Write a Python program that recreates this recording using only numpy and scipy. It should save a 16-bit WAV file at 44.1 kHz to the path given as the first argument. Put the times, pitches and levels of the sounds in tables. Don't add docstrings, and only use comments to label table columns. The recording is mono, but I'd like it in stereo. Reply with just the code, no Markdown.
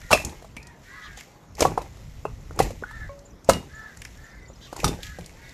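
import sys
import numpy as np
from scipy import signal
from scipy.fft import rfft, irfft, next_fast_len
from scipy.io import wavfile
from scipy.ndimage import uniform_filter1d, map_coordinates

SR = 44100
rng = np.random.default_rng(int(sys.argv[2]) if len(sys.argv) > 2 else 0)


def waveform_to_disk(signal):
    frames = np.transpose(np.atleast_2d(signal))
    scaled = np.clip(frames, -1, 1) * 32767
    samples = np.round(scaled).astype(np.int16)
    wavfile.write(sys.argv[1], SR, samples)


def ratio_of_db(decibels):
    return 10 ** (np.asarray(decibels, float) / 20)


N = 243873


def unit(x):
    return x / np.sqrt(np.mean(x ** 2) + 1e-20)


def along(points, hz):
    f, v = np.transpose(points)
    return np.interp(np.log(hz + 1), np.log(f + 1), v)


def wobble(rate, size=N):
    knots = rng.standard_normal(int(size * rate / SR) + 4)
    return map_coordinates(knots, [np.arange(size) * rate / SR])


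def filtered(x, response):
    m = next_fast_len(x.shape[-1] + 8192)
    spectrum = rfft(x, m) * response(np.fft.rfftfreq(m, 1 / SR))
    return irfft(spectrum, m)[..., :x.shape[-1]]


def resonances(modes):
    def response(f):
        return sum((-1) ** k * ratio_of_db(db) * 1j * f * w / (c * c - f * f + 1j * f * w)
                   for k, (c, w, db) in enumerate(modes))
    return response


def pair(alike, grain_db=0):
    a, b = rng.standard_normal((2, N)) * ratio_of_db(grain_db * wobble(500))
    turn = np.arccos(np.clip(alike, -1, 1)) / 2
    return np.array([np.cos(turn) * a + np.sin(turn) * b, np.cos(turn) * a - np.sin(turn) * b])


def coloured(x, spectrum):
    return unit(filtered(x, lambda hz: ratio_of_db(along(spectrum, hz))))


def patchy(x, depth_db):
    z = signal.stft(x, nperseg=512)[2]
    field = uniform_filter1d(rng.standard_normal(z.shape[1:]), size=7, axis=0)
    field = uniform_filter1d(field, size=10, axis=1)
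    return signal.istft(z * ratio_of_db(depth_db * unit(field)), nperseg=512)[1][:, :N]


def swell(s, hold, rise, fall):
    t = np.arange(N) / SR
    return ratio_of_db(-rise * np.clip(s - t, 0, None) - fall * np.clip(t - s - hold, 0, None))


def arch(length, hz, drop, jitter):
    u = np.arange(int(length * SR)) / (length * SR)
    rise = .13 * np.clip(1 - u / .45, 0, 1) ** 2
    fall = drop * np.clip((u - .45) / 0.5, 0, 1) ** 2
    unsteady = 1 + jitter * wobble(111, size=SR // 2)[:len(u)]
    pitch = hz * unsteady * (1 - rise - fall)
    return np.cumsum(pitch) / SR, np.sin(np.pi * u) ** .6


def ring(hz, t60, attack=0.00037, size=12000):
    t = np.arange(size) / SR
    return np.sin(2 * np.pi * hz * t) * ratio_of_db(-60 * t / t60) * (1 - np.exp(-t / attack))


def burst(hz, width_hz, t60, unlike=1.0, attack=0.00085, size=4096):
    t = np.arange(size) / SR
    noise = rng.standard_normal(size) + unlike * rng.standard_normal((2, size))
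    band = resonances([(hz, width_hz, 0)])(np.fft.rfftfreq(size, 1 / SR))
    shape = ratio_of_db(-60 * t / t60) * (1 - np.exp(-t / attack))
    puff = irfft(rfft(noise) * band ** 2, size) * shape
    return unit(puff) * np.sqrt(np.mean(shape ** 2)) / 2


LAG_S, TURN = -.00004, .00005


def add(track, s, sound, pan_db=0):
    both = ratio_of_db([[pan_db / 2], [-pan_db / 2]]) * sound
    for side, wave, at in zip(track, both, (s + LAG_S + TURN * s, s)):
        part = side[max(round(at * SR), 0):][:len(wave)]
        part += wave[:len(part)]


# time in seconds, level in dB.
GUSTS = [(0.0, -49.5), (.15, -42), (.26, -41), (.61, -50), (1.08, -51.5), (1.35, -55), (1.6, -47.5),
         (1.72, -41), (2.03, -44), (2.54, -37.5), (3.06, -44), (3.3, -53.5), (3.7, -49), (4.17, -50),
         (4.56, -50), (4.9, -42), (5.34, -50), (5.53, -52)]
# frequency in Hz, density in dB per Hz.
BUFFET = [(12, -32), (20, -1.5), (48, 8.5), (70, 5), (147, -3), (226, -14), (300, -18), (390, -52),
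          (660, -120)]
HUM = [(71, -37), (120, -4), (339, -14), (521, -14.5), (770, -17.5), (1320, -21.5), (2290, -35),
       (3000, -52), (3900, -63), (6600, -120)]
HISS = [(1180, -26), (2000, -3.5), (2310, -8.5), (3810, -11), (4880, -13), (5320, -10), (7360, -10.5),
        (8600, -22), (10600, -21), (13700, -17.5), (14800, -34), (15500, -53)]
HUM_DB, HISS_DB, HISS_FOLLOWS = -54, -63, 0.045


def air():
    gust_db = np.interp(np.arange(N) / SR, *np.transpose(GUSTS))
    hiss_db = HISS_DB + HISS_FOLLOWS * (gust_db - gust_db.mean())
    buffet = ratio_of_db(gust_db + 0.55 * wobble(6) + 3.1 * wobble(17)) * coloured(pair(0.37), BUFFET)
    hum = ratio_of_db(HUM_DB + 0.98 * wobble(4.7)) * coloured(patchy(pair(0.53), depth_db=1.5), HUM)
    leaves = patchy(pair(0.096, grain_db=1.5), depth_db=3.6)
    return buffet + hum + ratio_of_db(hiss_db + 0.56 * wobble(7.6)) * coloured(leaves, HISS)


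# frequency in Hz, t60 in seconds.
WALLS = [(150, 0.12), (1000, 0.22), (8000, 0.26)]


def yard(x):
    hz, t, z = signal.stft(rng.standard_normal((2, SR // 2)), SR, nperseg=256)
    tail = signal.istft(z * ratio_of_db(-60 * t / along(WALLS, hz)[:, None]), SR, nperseg=256)[1]
    late = np.pad(x, ((0, 0), (300, 0)))
    return signal.fftconvolve(late, tail / np.linalg.norm(tail[0]), axes=1)[:, :N]


# start in seconds, length in seconds, top pitch in Hz, level in dB,
# pitch drop at the end from 0 to 1.
CAWS = [(0.0, 0.12, 474, -52.5, 0.06), (.24, .2, 544, -63, 0), (0.587, .18, 474, -58.5, 0.15),
        (.837, 0.3, 500, -49.5, 0.13), (.859, 0.31, 422, -48.5, 0.05), (2.845, 0.245, 450, -44, 0.15),
        (3.684, .26, 442, -45.5, 0.16), (4.15, 0.23, 455, -51, 0.05), (4.22, 0.26, 520, -52, 0.06),
        (4.96, 0.24, 425, -49, .1), (5.3, .3, 550, -51, 0.2), (5.33, .3, 492, -51, .1),
        (5.19, .1, 560, -55, .05), (5.1, .08, 500, -49, .1)]
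# start in seconds, length in seconds, top pitch in Hz, level in dB.
CROAKS = [
    (.581, .22, 475, -59.5),
    (.907, .11, 555, -52.5),
    (1.041, 0.043, 610, -48.5),
    (1.2, 0.33, 415, -66),
    (4.66, 0.097, 584, -58),
    (5.324, .19, 462, -63),
]
OPEN_THROAT, SHUT_THROAT, CROAK_DROP = 3.96, 2.02, 0.031


def crows():
    out = np.zeros((2, N))
    hoarse, jitter = .2, .013
    calls = [(*row, OPEN_THROAT) for row in CAWS] + [(*row, CROAK_DROP, SHUT_THROAT) for row in CROAKS]
    for s, length, hz, db, drop, ratio in calls:
        throat_hz = ratio * hz
        turns, shape = arch(length, hz, drop, jitter)
        pulses = sum(np.cos(2 * np.pi * h * turns) for h in range(1, 14))
        pulses = pulses * (1 + 0.2 * np.cos(np.pi * turns))
        rasp = rng.standard_normal(SR // 2)[:len(turns)] * (1 + np.cos(2 * np.pi * turns))
        throat = resonances([(.5 * throat_hz, 200, -12), (0.732 * throat_hz, 300, -5), (throat_hz, 520, 0),
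                             (1.22 * throat_hz, 300, -6), (2.05 * throat_hz, 1100, -12)])
        voiced, rough = (unit(filtered(x, lambda f: throat(f) ** 2)) for x in (pulses, rasp))
        call = np.sqrt(1 - hoarse) * voiced + np.sqrt(hoarse) * rough
        add(out, s, ratio_of_db(db) * shape * call[None], -1)
    return out


# start in seconds, length in seconds, top pitch in Hz, level in dB.
CHIRPS = [
    (1.022, 0.065, 3310, -49.5),
    (1.163, 0.047, 3220, -51),
    (4.606, 0.08, 3266, -47),
]


def sparrows():
    out = np.zeros((2, N))
    partials = [(.5, 0.32), (1, 0.76), (1.11, 0.69), (1.23, 0.61), (1.48, 0.35), (1.75, 0.2), (2, 0.25)]
    for s, length, hz, db in CHIRPS:
        turns, shape = arch(length, hz, drop=.27, jitter=.02)
        chirp = sum(share * np.sin(2 * np.pi * m * turns) for m, share in partials)
        add(out, s, ratio_of_db(db) * shape * chirp[None], -9)
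    return out


# seconds after its start, length in seconds, pitch in Hz, level in dB.
PHRASE = [
    (0, 0.0096, 6000, -65),
    (.028, 0.012, 4520, -59),
    (0.049, 0.025, 7100, -53),
    (0.082, .012, 4020, -67),
    (.102, .015, 5950, -59),
    (0.127, 0.014, 5070, -59),
]
# start in seconds, level in dB.
PHRASE_STARTS = [
    (2.477, -5),
    (3.2, 0),
    (3.695, -2),
    (3.94, -3),
    (4.185, -3),
    (4.428, 1),
]


def warbler():
    out = np.zeros((2, N))
    for start, near_db in PHRASE_STARTS:
        for s, length, hz, db in PHRASE:
            t = np.arange(int(length * SR)) / SR
            warble = 2 * np.pi * hz * t + 1.6 * (hz / 7000) ** 2 * np.sin(2 * np.pi * 180 * t)
            note = np.sin(np.pi * t / length) * np.sin(warble)
            add(out, start + s, ratio_of_db(db + near_db + 4) * note[None], -4)
    return out


# start in seconds, number of notes, level in dB.
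TRILLS = [
    (4.385, 4, -61),
    (4.11, 3, -64),
    (5.439, 3, -56),
]


def triller():
    out = np.zeros((2, N))
    t = np.arange(int(0.022 * SR)) / SR
    note = np.sin(np.pi * t / t[-1]) * np.sin(2 * np.pi * (3900 * t - 11000 * t ** 2))
    for start, count, db in TRILLS:
        for k in range(int(count)):
            add(out, start + 0.032 * k, ratio_of_db(db) * note[None], -3)
    return out


# frequency in Hz, level in dB, t60 in seconds.
PIPE_MODES = [(563.6, 2, 0.58), (1090, 1, 0.13), (2256, -8.5, 0.12)]


def pipe():
    out = np.zeros((2, N))
    tap = sum(ratio_of_db(db) * ring(hz, t60, attack=0.00091, size=SR // 2) for hz, db, t60 in PIPE_MODES)
    add(out, 3.092, ratio_of_db(-39.5) * tap[None], -1)
    return out


# start in seconds, hold in seconds, level in dB.
DUST = [(0.0, .35, -52.5), (.85, .37, -55.5), (1.7, .15, -56), (2.0, .55, -59), (2.68, .37, -57),
        (3.62, .3, -58), (4.05, .22, -58), (4.63, .06, -57), (4.8, .15, -52), (5.1, .2, -57),
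        (5.47, .06, -56)]
DUST_RISE, DUST_FALL = 130, 55


def dust():
    hiss = coloured(pair(0.078, grain_db=2.0), HISS)
    return hiss * sum(ratio_of_db(db) * swell(s, hold, DUST_RISE, DUST_FALL) for s, hold, db in DUST)


# frequency in Hz, density in dB per Hz.
GRIT = [(1060, -43), (1800, -4), (2530, -8.5), (2800, -8), (3290, -16), (7340, -8.5), (9030, -33),
        (12700, -14), (14400, -52), (15500, -109)]
# start in seconds, hold in seconds, level in dB, left over right in dB.
SHOWERS = [
    (0.11, .08, -40, -3),
    (1.18, 0.014, -51, -15.5),
    (1.595, .04, -40, -18),
    (2.597, 0.05, -40, -4),
    (3.493, 0.028, -42.5, -6),
    (4.79, .08, -44, -7),
    (5.032, 0.038, -48, -12.5),
]
SAND_RISE, SAND_FALL = 800, 190


def sand():
    grit = coloured(pair(0.1983, grain_db=3), GRIT)
    out = np.zeros((2, N))
    for s, hold, db, pan in SHOWERS:
        out += ratio_of_db(db + np.array([[pan / 2], [-pan / 2]])) * swell(s, hold, SAND_RISE, SAND_FALL) * grit
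    return out


# frequency in Hz, density in dB per Hz.
LUMPS = [(160, -33.5), (280, -2), (318, 0.5), (739, -10), (796, -0.5), (1390, -20.5), (2500, -17),
         (3250, -42), (5500, -120)]
# start in seconds, hold in seconds, level in dB.
TUMBLES = [
    (0.203, 0.12, -46.5),
    (1.565, .01, -55),
    (1.785, 0.03, -44),
    (1.66, .05, -40),
    (4.86, .06, -41),
    (2.583, 0.087, -43),
    (3.51, .05, -42.5),
    (4.78, 0.05, -46),
]
TUMBLE_RISE, TUMBLE_FALL = 430, 174


def tumbling():
    lumps = coloured(pair(0.94, grain_db=5.5), LUMPS)
    return lumps * sum(ratio_of_db(db) * swell(s, hold, TUMBLE_RISE, TUMBLE_FALL) for s, hold, db in TUMBLES)


# start in seconds, peak in dB, pitch in Hz, left over right in dB.
CHIPS = [(.0154, -33.5, 1880, -8), (.1745, -21, 1900, -12), (.2484, -13.5, 6700, -7),
         (.5663, -25, 2200, -4), (.6283, -35, 5000, -2), (.6694, -32, 6000, -5), (1.1727, -32, 6520, -10),
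         (1.2082, -28.5, 2040, -10), (1.5514, -34, 5800, -7.5), (1.6057, -5.5, 5800, 1),
         (1.6244, -10.5, 2360, 3), (1.9505, -51, 2520, -10), (2.5604, -38, 6800, -9),
         (3.1906, -40, 5420, -6.5), (3.445, -42, 6700, -24), (3.5333, -16, 4200, -10),
         (3.9713, -44, 7100, -28), (4.0183, -23.5, 2370, -11), (4.0502, -22.5, 1990, -9.5),
         (4.1737, -42, 5920, -9), (4.7648, -26.5, 6760, -9), (4.8005, -22.5, 2390, 12),
         (4.8786, -27.5, 3450, -22.5), (5.0305, -19, 3120, -1), (5.0659, -29.5, 3370, -10),
         (5.2091, -33, 2300, -4), (5.2604, -30, 6400, -10), (5.2939, -42, 2010, -18),
         (5.493, -40, 5000, -18), (5.243, -38, 3500, -5), (5.004, -38, 3200, -5), (3.97, -36, 1600, -3),
         (.118, -16, 2400, 0), (.124, -20, 2900, 0), (2.53, -44, 5000, -5)]
CHIP_T60 = 0.026


def chips():
    out = np.zeros((2, N))
    for s, db, hz, pan in CHIPS:
        tick = burst(hz, .5 * hz, CHIP_T60)
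        snap = burst(hz=6000, width_hz=6200, t60=0.54 * CHIP_T60, unlike=1.7)
        add(out, s, ratio_of_db(db) * (tick + 0.88 * snap), pan)
    return out


# start in seconds, peak in dB, pitch in Hz, t60 in seconds.
THUDS = [
    (0.112, -16.5, 100, 0.12),
    (0.248, -27.5, 72.7, 0.18),
    (0.569, -39.5, 136, 0.2),
    (1.617, -21.5, 70.0, 0.21),
    (1.649, -17, 109, 0.14),
    (2.588, -21, 90, 0.27),
    (3.489, -14, 194, 0.19),
    (4.84, -12, 150, 0.16),
    (5.189, -34, 175, 0.32),
]


def thuds():
    out = np.zeros((2, N))
    for s, db, hz, t60 in THUDS:
        add(out, s, ratio_of_db(db) * ring(hz, 0.41 * t60, attack=0.0025)[None])
        rumble = burst(hz=89, width_hz=220, t60=2.04 * t60, unlike=0.18, attack=0.0023, size=16384)
        add(out, s, ratio_of_db(db - 2.5) * rumble)
    return out


# start in seconds, peak in dB, pitch in Hz, t60 in seconds.
RINGS = [
    (.130, -17, 2600, 0.07),
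    (.15, -32, 2480, .22),
    (.567, -41, 2340, 0.16),
    (.57, -50, 2500, 0.28),
    (2.252, -41, 2680, 0.08),
    (2.602, -30, 2560, 0.1),
    (3.496, -27, 2950, 0.08),
    (4.844, -30, 2675, 0.07),
    (4.843, -28, 5800, .09),
]


def cracked_bricks():
    out = np.zeros((2, N))
    for s, db, hz, t60 in RINGS:
        add(out, s, ratio_of_db(db) * ring(hz, t60)[None])
        add(out, s, ratio_of_db(db + 3.5) * burst(hz, width_hz=224, t60=1.39 * t60, unlike=0.37, size=16384))
    return out


# start in seconds, peak in dB, pitch in Hz, t60 in seconds.
SINGS = [(.1295, -4.5, 2649, .06), (.1295, -14, 2422, .075), (.1295, -9, 5200, .012),
         (.147, -20, 2700, .04), (.13, -24, 3397, .07), (.13, -22, 716, .09), (.13, -26, 5173, .07),
         (.13, -28, 5609, .08), (.113, -22, 1500, .05), (.118, -22, 2300, .05), (2.603, -22, 1992, .05),
         (2.6015, -9, 452, .038), (2.602, -12, 770, .05), (1.652, -16, 1136, .07), (1.7765, -22, 484, .06),
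         (2.2525, -21, 436, .045), (2.2525, -22, 1060, .03), (4.843, -16, 2654, .035),
         (4.843, -24, 3601, .07), (4.878, -26, 3601, .06), (4.843, -20, 950, .04), (.566, -36, 240, .06),
         (.275, -30, 230, .06), (2.837, -22, 1450, .04), (3.4895, -3, 560, .035), (3.495, -10, 1303, .045),
         (3.5, -20, 484, .08), (3.49, -16, 280, .06), (3.495, -22, 991, .07), (3.495, -26, 1696, .08),
         (3.495, -22, 2153, .055), (3.495, -24, 2848, .11), (3.534, -25, 2853, .16),
         (3.534, -34, 2670, .14), (3.534, -38, 3714, .3), (3.534, -36, 1965, .15), (3.534, -38, 5636, .15)]


def whole_bricks():
    out = np.zeros((2, N))
    for s, db, hz, t60 in SINGS:
        add(out, s, ratio_of_db(db) * ring(hz, t60, attack=.0006)[None])
    return out


# start in seconds, peak in dB, pitch in Hz, crack over knock in dB.
FACES = [(.128, -6, 1195, 2), (.1295, -6, 620, -17), (.134, -8, 560, -17), (.1478, -10, 620, -14),
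         (.198, -29, 607, -6), (.219, -42, 627, 8), (.293, -42, 442, 8), (1.582, -31, 830, -19.5),
         (1.62, -7, 470, -7), (1.624, -8, 649, -15), (1.644, -27, 900, -9), (1.651, -1.5, 763, -21),
         (1.668, -27, 510, -2), (1.817, -37, 585, 3), (2.601, -10, 483, -12), (2.603, -11, 770, -20),
         (2.624, -27, 480, 5.5), (2.669, -31, 417, -19), (2.705, -26.5, 507, -9), (2.909, -36, 1250, -6),
         (3.489, -6, 537, -12), (4.5, -39, 540, -28), (4.832, -21, 504, -15.5), (4.943, -39, 725, -11),
         (4.988, -35, 504, -14), (5.186, -28, 496, -8)]
# start in seconds, peak in dB, pitch in Hz, crack over knock in dB.
EDGES = [(.106, -16, 823, -8), (.112, -13, 900, -1), (.116, -12, 700, -4), (.123, -18, 600, -4),
         (.445, -38.5, 647, -7), (1.173, -40, 797, -2), (1.592, -26, 407, -4), (1.606, -10.5, 510, -2),
         (1.969, -47, 580, 3), (2.59, -14, 1147, 1.5), (3.494, -2, 640, -4), (3.502, -14, 510, -17),
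         (3.626, -42.5, 950, -4), (4.843, -6, 1250, -2.5), (4.878, -29.5, 540, 11)]
# start in seconds, peak in dB, pitch in Hz,
# crack over knock in dB, clack over knock in dB.
CLODS = [
    (.422, -31, 680, -12, -4),
    (.566, -33, 930, -6, 0),
    (1.776, -7, 760, -23, -9),
    (2.2515, -15, 620, -25, 2),
    (2.508, -27, 450, -20, 6),
    (2.824, -23, 400, -34, -2),
    (2.836, -20, 1250, -32, 5),
    (4.727, -21, 520, -12, 5),
    (4.762, -27, 990, -7, -3),
    (4.801, -34, 428, -5, 0),
]
FACE_CLACK_DB, EDGE_CLACK_DB = -8.5, 1
HARD_T60, LONGER_PER_DB, CLOD_T60 = .019, .0003, .017
SOFT_HZ = 1700


def knocks():
    cracks, bodies = np.zeros((2, 2, N))
    heap = [(*row, FACE_CLACK_DB) for row in FACES] + [(*row, EDGE_CLACK_DB) for row in EDGES]
    blows = [(*row, HARD_T60 - LONGER_PER_DB * row[1]) for row in heap]
    blows += [(*row, CLOD_T60) for row in CLODS]
    for s, db, hz, crack_db, clack_db, t60 in blows:
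        spread = rng.normal(0, 0.061, size=2)
        body = ring(hz, t60, 0.0022)
        body -= 0.19 * ring(1.466 * hz * (1 + spread[0]), 1.04 * t60)
        body += 0.45 * ring(0.697 * hz * (1 + spread[1]), t60, 0.0012)
        hollow = burst(1.087 * hz, 0.92 * hz, 1.39 * t60, unlike=0.2, attack=0.0019)
        clack = burst(hz=1200, width_hz=500, t60=t60, unlike=.8, attack=0.0014)
        crack = burst(hz=4700, width_hz=8200, t60=0.059, unlike=2.0)
        add(bodies, s, ratio_of_db(db + 3.5) * body[None], -.5)
        add(bodies, s, ratio_of_db(db - 3.5) * hollow)
        add(bodies, s, ratio_of_db(db + clack_db) * clack, 2.5)
        add(cracks, s, ratio_of_db(db + crack_db) * crack, -3)
    return cracks + filtered(bodies, lambda f: (1 - (f / SOFT_HZ) ** 2 + 1.2j * f / SOFT_HZ) ** -2)


def scene():
    near = knocks() + chips() + cracked_bricks() + whole_bricks() + thuds() + pipe()
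    far = crows()
    twitter = sparrows() + warbler() + triller()
    rubble = tumbling() + sand() + dust()
    echoes = yard(ratio_of_db(-11.5) * near + ratio_of_db(-9) * twitter) + ratio_of_db(-2) * yard(far)
    return near + far + twitter + rubble + echoes + air()


def low_pass(x):
    return signal.sosfilt(signal.butter(12, 15680, fs=SR, output="sos"), x)


# frequency in Hz, gain in dB.
MIC = [(20, 2), (12000, 0.5), (14200, -3), (15000, -19), (17000, -39)]


def record(dry):
    heard = filtered(dry, lambda hz: ratio_of_db(along(MIC, hz)))
    flattened = heard / (1 + np.abs(heard) ** 8) ** (1 / 8)
    return low_pass(flattened)


dry = scene()
out = record(dry)
waveform_to_disk(out)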